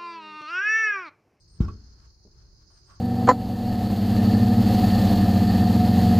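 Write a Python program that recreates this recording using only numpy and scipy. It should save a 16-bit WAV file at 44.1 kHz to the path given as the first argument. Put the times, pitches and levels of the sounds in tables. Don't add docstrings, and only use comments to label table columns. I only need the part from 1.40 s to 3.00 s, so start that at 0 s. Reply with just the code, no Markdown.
import sys
import numpy as np
from scipy import signal
from scipy.fft import rfft, irfft
from scipy.io import wavfile

SR = 44100
rng = np.random.default_rng(int(sys.argv[2]) if len(sys.argv) > 2 else 0)


def waveform_to_disk(signal):
    frames = np.transpose(np.atleast_2d(signal))
    scaled = np.clip(frames, -1, 1) * 32767
    samples = np.round(scaled).astype(np.int16)
    wavfile.write(sys.argv[1], SR, samples)


N = 70560
T = np.arange(N) / SR


def from_db(db):
    return 10 ** (np.asarray(db) / 20)


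def rms_one(x):
    return x / np.sqrt(np.mean(x ** 2) + 1e-20)


def level(rows):
    return from_db(np.interp(T, *np.transpose(rows)))


def pan(db):
    return from_db(np.array([[db], [-db]]) / 2)


def at_hz(points, hz):
    table_hz, value = np.transpose(points)
    return np.interp(np.log(hz + 1), np.log(table_hz), value)


def drift(rate):
    r = np.exp(-2 * np.pi * rate / SR)
    wander = signal.lfilter([1], [1, -2 * r, r * r], rng.standard_normal(2 * N))
    return rms_one(wander[N:])


def tone(hz):
    return np.sin(2 * np.pi * np.cumsum(hz) / SR)


def coloured(pair, spectrum):
    # (frequency [Hz], likeness [0 = unrelated, 1 = the same])
    likeness = [(25, 0.56), (60, 1), (250, 0.9), (500, 0.7), (1100, 0.019), (2200, 0.29), (4500, 0),
                (16000, 0)]
    hz = np.arange(N // 2 + 1) * SR / N
    alike = np.clip(at_hz(likeness, hz), -1, 1)
    mid, side = rfft(pair) * from_db(at_hz(spectrum, hz))
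    shared = np.sqrt(1 + alike) * mid
    opposed = np.sqrt(1 - alike) * side * [[1], [-1]]
    return rms_one(irfft(shared + opposed, N))


def noise(spectrum):
    return coloured(rng.standard_normal((2, N)), spectrum)


def grains():
    grains_per_s, spread_db = 5000, 2.5
    sizes = from_db(spread_db * np.minimum(rng.exponential(1, (2, N)), 4))
    signed = sizes * rng.choice([-1, 1], (2, N))
    return rms_one(signed * (rng.random((2, N)) < grains_per_s / SR))


def ring(force, modes):
    out = 0
    for hz, db, t60 in modes:
        r = from_db(-60 / (t60 * SR))
        w = 2 * np.pi * hz / SR
        mode = signal.lfilter([.5, 0, -.5], [1, -2 * r * np.cos(w), r * r], force + 1e-18)
        out = out + from_db(db) * mode
    return out


def blows(rows):
    out = 0
    for s, db, width in rows:
        bell = np.exp(-.5 * ((T - s) / width) ** 2)
        out = out + from_db(db) * bell / (np.sqrt(2 * np.pi) * width * SR)
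    return out


def swell_and_fade(s, db, rise_s, t60):
    fade = from_db(db - 60 * np.maximum(T - s - rise_s, 0) / t60)
    return fade * np.clip((T - s) / rise_s, 0, 1)


def bursts(rows):
    attack_s = 0.0038
    return sum(swell_and_fade(s, db, attack_s, t60) for s, db, t60 in rows)


def rub(envelope, spectrum, ring_db):
    # (frequency [Hz], level [dB], fade time t60 [s])
    steel_modes = [(565, -12, .2), (667, -15, .14), (759, -11, .16), (897, -9, .16), (962, -10, .13),
                   (1100, -2, .12), (1122, -2, .11), (1207, -5, .12), (1309, -1, .13), (1402, -3, .13),
                   (1515, -9, .12), (1980, -16, .11), (2578, -15, .14), (3095, -17, .16), (3680, -17, .07)]
    grit = coloured(grains(), [(SR, 0)])
    steel = ring(grit * envelope, steel_modes) / np.std(ring(grit, steel_modes))
    return coloured(grains(), spectrum) * envelope + from_db(ring_db) * steel


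def log_thump():
    # (time [s], level [dB], contact half-width [s])
    thumps = [(0.192, -20.5, 0.0018), (0.2056, 1, 0.00081), (0.433, -28, .0025), (0.485, -32, 0.0062),
              (0.65, -30, 0.0026)]
    # (frequency [Hz], level [dB], fade time t60 [s])
    log_modes = [(127.5, -13.5, 0.058), (183.3, -15, 0.1)]
    # (frequency [Hz], level [dB], fade time t60 [s])
    bed_modes = [(50.8, -20, 0.23), (58.7, -38.5, 1.7), (64.3, -18.5, 0.28), (84.5, -21.5, 0.38),
                 (100.1, -23, 0.33), (109, -26.5, 0.22), (151.5, -25.5, 0.23), (204.7, -28, 0.42),
                 (217.8, -37, 0.69), (246.4, -44.5, 0.78), (284.8, -33.5, 0.55), (336.8, -23.5, .3),
                 (401, -25, 0.27), (424, -25, 0.29)]
    low_cut_hz, pan_db = 46, 1
    boom = ring(blows(thumps), log_modes + bed_modes)
    low_cut = signal.butter(4, low_cut_hz, "high", fs=SR, output="sos")
    return signal.sosfilt(low_cut, boom) * pan(pan_db)


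def bark():
    # (time [s], level [dB], fade time t60 [s])
    crunches = [(0.2015, -44, 0.099), (0.216, -56, 0.15), (0.232, -60.5, 0.078), (0.243, -56.5, 0.15),
                (0.278, -49.5, 0.075), (0.297, -74, 0.045), (0.331, -69.5, 0.12)]
    # (time [s], level [dB], fade time t60 [s])
    ticks = [(0.632, -85, 0.027), (0.944, -73.5, 0.061), (1.016, -84, 0.024), (1.301, -64.5, 0.081),
             (1.375, -94, 0.034)]
    # (frequency [Hz], level [dB])
    bark_colour = [(300, -0.5), (500, -0.5), (1200, 0.5), (1600, -28), (2000, -24), (3600, -22),
                   (5500, -15.5), (7500, -24.5), (10000, -47), (16000, -46)]
    # (time [s], level [dB], fade time t60 [s])
    sprays = [(0.205, -67.5, .06), (0.218, -57, 0.12)]
    # (frequency [Hz], level [dB])
    dust_colour = [(3000, -22), (5400, 13.5), (7000, -8), (10000, -17), (15000, 0)]
    crushed = rub(bursts(crunches + ticks), bark_colour, ring_db=-0.5)
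    return crushed + bursts(sprays) * coloured(grains(), dust_colour)


def clank():
    # (time [s], pitch [Hz], level [dB])
    slips = [(0.2, 3700, -57), (0.226, 5500, -54.5), (0.24, 1368, -48.5), (0.242, 5104, -54),
             (0.2794, 1115, -35.5), (0.279, 2535, -58), (0.285, 1340, -47), (0.296, 1153, -51),
             (0.316, 1124, -57)]
    rise_s, t60_s, wobble = 0.01, 0.032, .018
    out = 0
    for s, hz, db in slips:
        pitch = hz * (1 + wobble * drift(150))
        out = out + swell_and_fade(s, db, rise_s, t60_s) * tone(pitch)
    return out


def scrape():
    # (time [s], level [dB])
    strength = [(0, -105), (0.17, -72), (0.31, -66), (0.36, -73), (0.56, -73.5), (0.66, -67), (0.70, -81.5),
                (0.82, -103), (0.92, -80.5), (1.02, -71), (1.06, -77.5), (1.17, -83.5), (1.22, -72),
                (1.26, -84), (1.38, -69), (1.41, -78), (1.465, -74), (1.505, -63.5), (1.535, -70),
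                (1.6, -73.5)]
    # (frequency [Hz], level [dB])
    colour = [(250, -15), (450, -6.5), (620, -4.5), (850, -1.5), (1200, -1.5), (1650, -1), (2050, -10.5),
              (2400, -12.5), (3300, -12), (6000, -10.5), (9500, -23.5), (11000, -29.5), (15000, -29)]
    return rub(level(strength), colour, ring_db=-4.5)


def knock():
    # (time [s], level [dB], contact half-width [s])
    contacts = [(0.852, -50.5, 0.00033), (0.857, -62.5, 0.00017), (0.867, -51, 0.00047),
                (0.875, -52, 0.00026), (0.892, -72, 0.0003)]
    # (frequency [Hz], level [dB], fade time t60 [s])
    wood_modes = [(205, -2.5, 0.077), (310, 0, 0.061), (412.6, -1, 0.14), (456, -38, 0.038),
                  (600, -14, .05)]
    return ring(blows(contacts), wood_modes)


def scuff():
    # (time [s], level [dB])
    strength = [(1.47, -82), (1.503, -60), (1.535, -63.5), (1.6, -74.5)]
    # (frequency [Hz], level [dB])
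    colour = [(500, -15), (900, -6), (1150, 9), (1370, -2.5), (1650, -22), (2100, -27), (8000, -42)]
    started = T > strength[0][0]
    return rub(level(strength) * started, colour, ring_db=-1)


def yard(x):
    t60_s, scatter_db = 0.09, -16.5
    tail = rng.standard_normal((2, N)) * from_db(-60 * T / t60_s) * (T > .008)
    band = signal.butter(2, [350, 6000], "band", fs=SR, output="sos")
    tail = signal.sosfilt(band, tail)
    tail = tail / np.sqrt(np.sum(tail ** 2) / 2)
    return from_db(scatter_db) * signal.fftconvolve(x, tail, axes=1)[:, :N]


def bird():
    # (start [s], length [s], start pitch [Hz], middle pitch [Hz], end pitch [Hz], middle level [dB])
    whistles = [(-0.04, .09, 8500, 8430, 8000, -75), (0.069, 0.13, 8350, 8610, 8440, -68.5),
                (1.289, 0.14, 9000, 8660, 8200, -74), (1.442, 0.13, 8500, 8460, 8340, -72.5)]
    rough_hz, pan_db = 70.8, -9
    out = 0
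    for s, length, start_hz, middle_hz, end_hz, db in whistles:
        progress = np.clip((T - s) / length, 0, 1)
        arc = np.interp(progress, [0, .5, 1], [start_hz, middle_hz, end_hz])
        whistle = tone(arc + rough_hz * drift(130)) * np.sin(np.pi * progress)
        out = out + whistle * from_db(db + 2 * drift(50))
    return out * pan(pan_db)


def crickets():
    # (frequency [Hz], level [dB])
    chorus_colour = [(3000, -47), (3800, -15), (4150, -4), (4500, -1), (4900, 5.5), (5200, 2), (5550, -4.5),
                     (6000, -2), (6450, -4.5), (7000, -14.5), (7800, -29.5), (9000, -61)]
    # (pitch [Hz], pulse rate [per s], level [dB], pan [dB])
    near_crickets = [(4295, 56, -77, 14), (4640, 43, -84, -19.5), (4940, 70, -77.5, -19.5),
                     (6260, 27, -84, -4.5)]
    # (time [s], level [dB])
    slow_swell = [(0, -2), (0.3, -0.5), (0.55, 1), (0.78, -1.5), (1.15, -0.5), (1.4, 1.5), (1.6, 1)]
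    chorus_db, flutter_db, chorus_pan_db = -64.5, 2.27, -1
    wander_hz, trill_swell_db = 25.4, 3.5
    flutter = np.array([drift(34), drift(35)])
    out = noise(chorus_colour) * from_db(chorus_db + flutter_db * flutter) * pan(chorus_pan_db)
    for hz, rate, db, pan_db in near_crickets:
        strokes = tone(rate / 2 * (1 + 0.033 * drift(2.7))) ** 2
        trill = 2 * strokes * tone(hz + wander_hz * drift(52.7))
        out = out + trill * from_db(db + trill_swell_db * drift(1.33)) * pan(pan_db)
    return out * level(slow_swell)


def katydid():
    pitch_hz, ticks_per_s, tick_db, pan_db = 11400, 11.8, -95, 13.5
    ticks = tone(np.full(N, ticks_per_s / 2)) ** 10
    return ticks * tone(pitch_hz + 100 * drift(300)) * from_db(tick_db) * pan(pan_db)


def rumble():
    # (time [s], level [dB])
    strength = [(0, -61), (0.17, -53.5), (0.3, -39), (0.42, -54.5), (0.66, -55.5), (0.74, -60.5),
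                (1.0, -55), (1.4, -58.5), (1.52, -55), (1.6, -56)]
    # (frequency [Hz], level [dB])
    colour = [(20, -14), (35, 2), (55, 1), (85, -0.5), (130, -5), (200, -16), (270, -23), (340, -16.5),
              (420, -18.5), (500, -31), (900, -43), (2000, -83)]
    return level(strength) * noise(colour)


def air():
    # (frequency [Hz], level [dB])
    colour = [(200, -8.5), (450, -2.5), (850, 1), (1500, -4), (2800, -14.5), (8000, -28.5), (9300, -10),
              (10800, -26.5), (15000, -17)]
    air_db, pan_db = -76.5, 1.5
    return from_db(air_db) * noise(colour) * pan(pan_db)


def scene():
    work = log_thump() + bark() + clank() + scrape() + knock() + scuff()
    background = bird() + crickets() + katydid() + rumble() + air()
    return work + yard(work) + background


def record(dry):
    cutoff_hz = 15750
    top_cut = signal.ellip(10, .1, 80, cutoff_hz, fs=SR, output="sos")
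    return signal.sosfilt(top_cut, dry)


dry = scene()
out = record(dry)
waveform_to_disk(out)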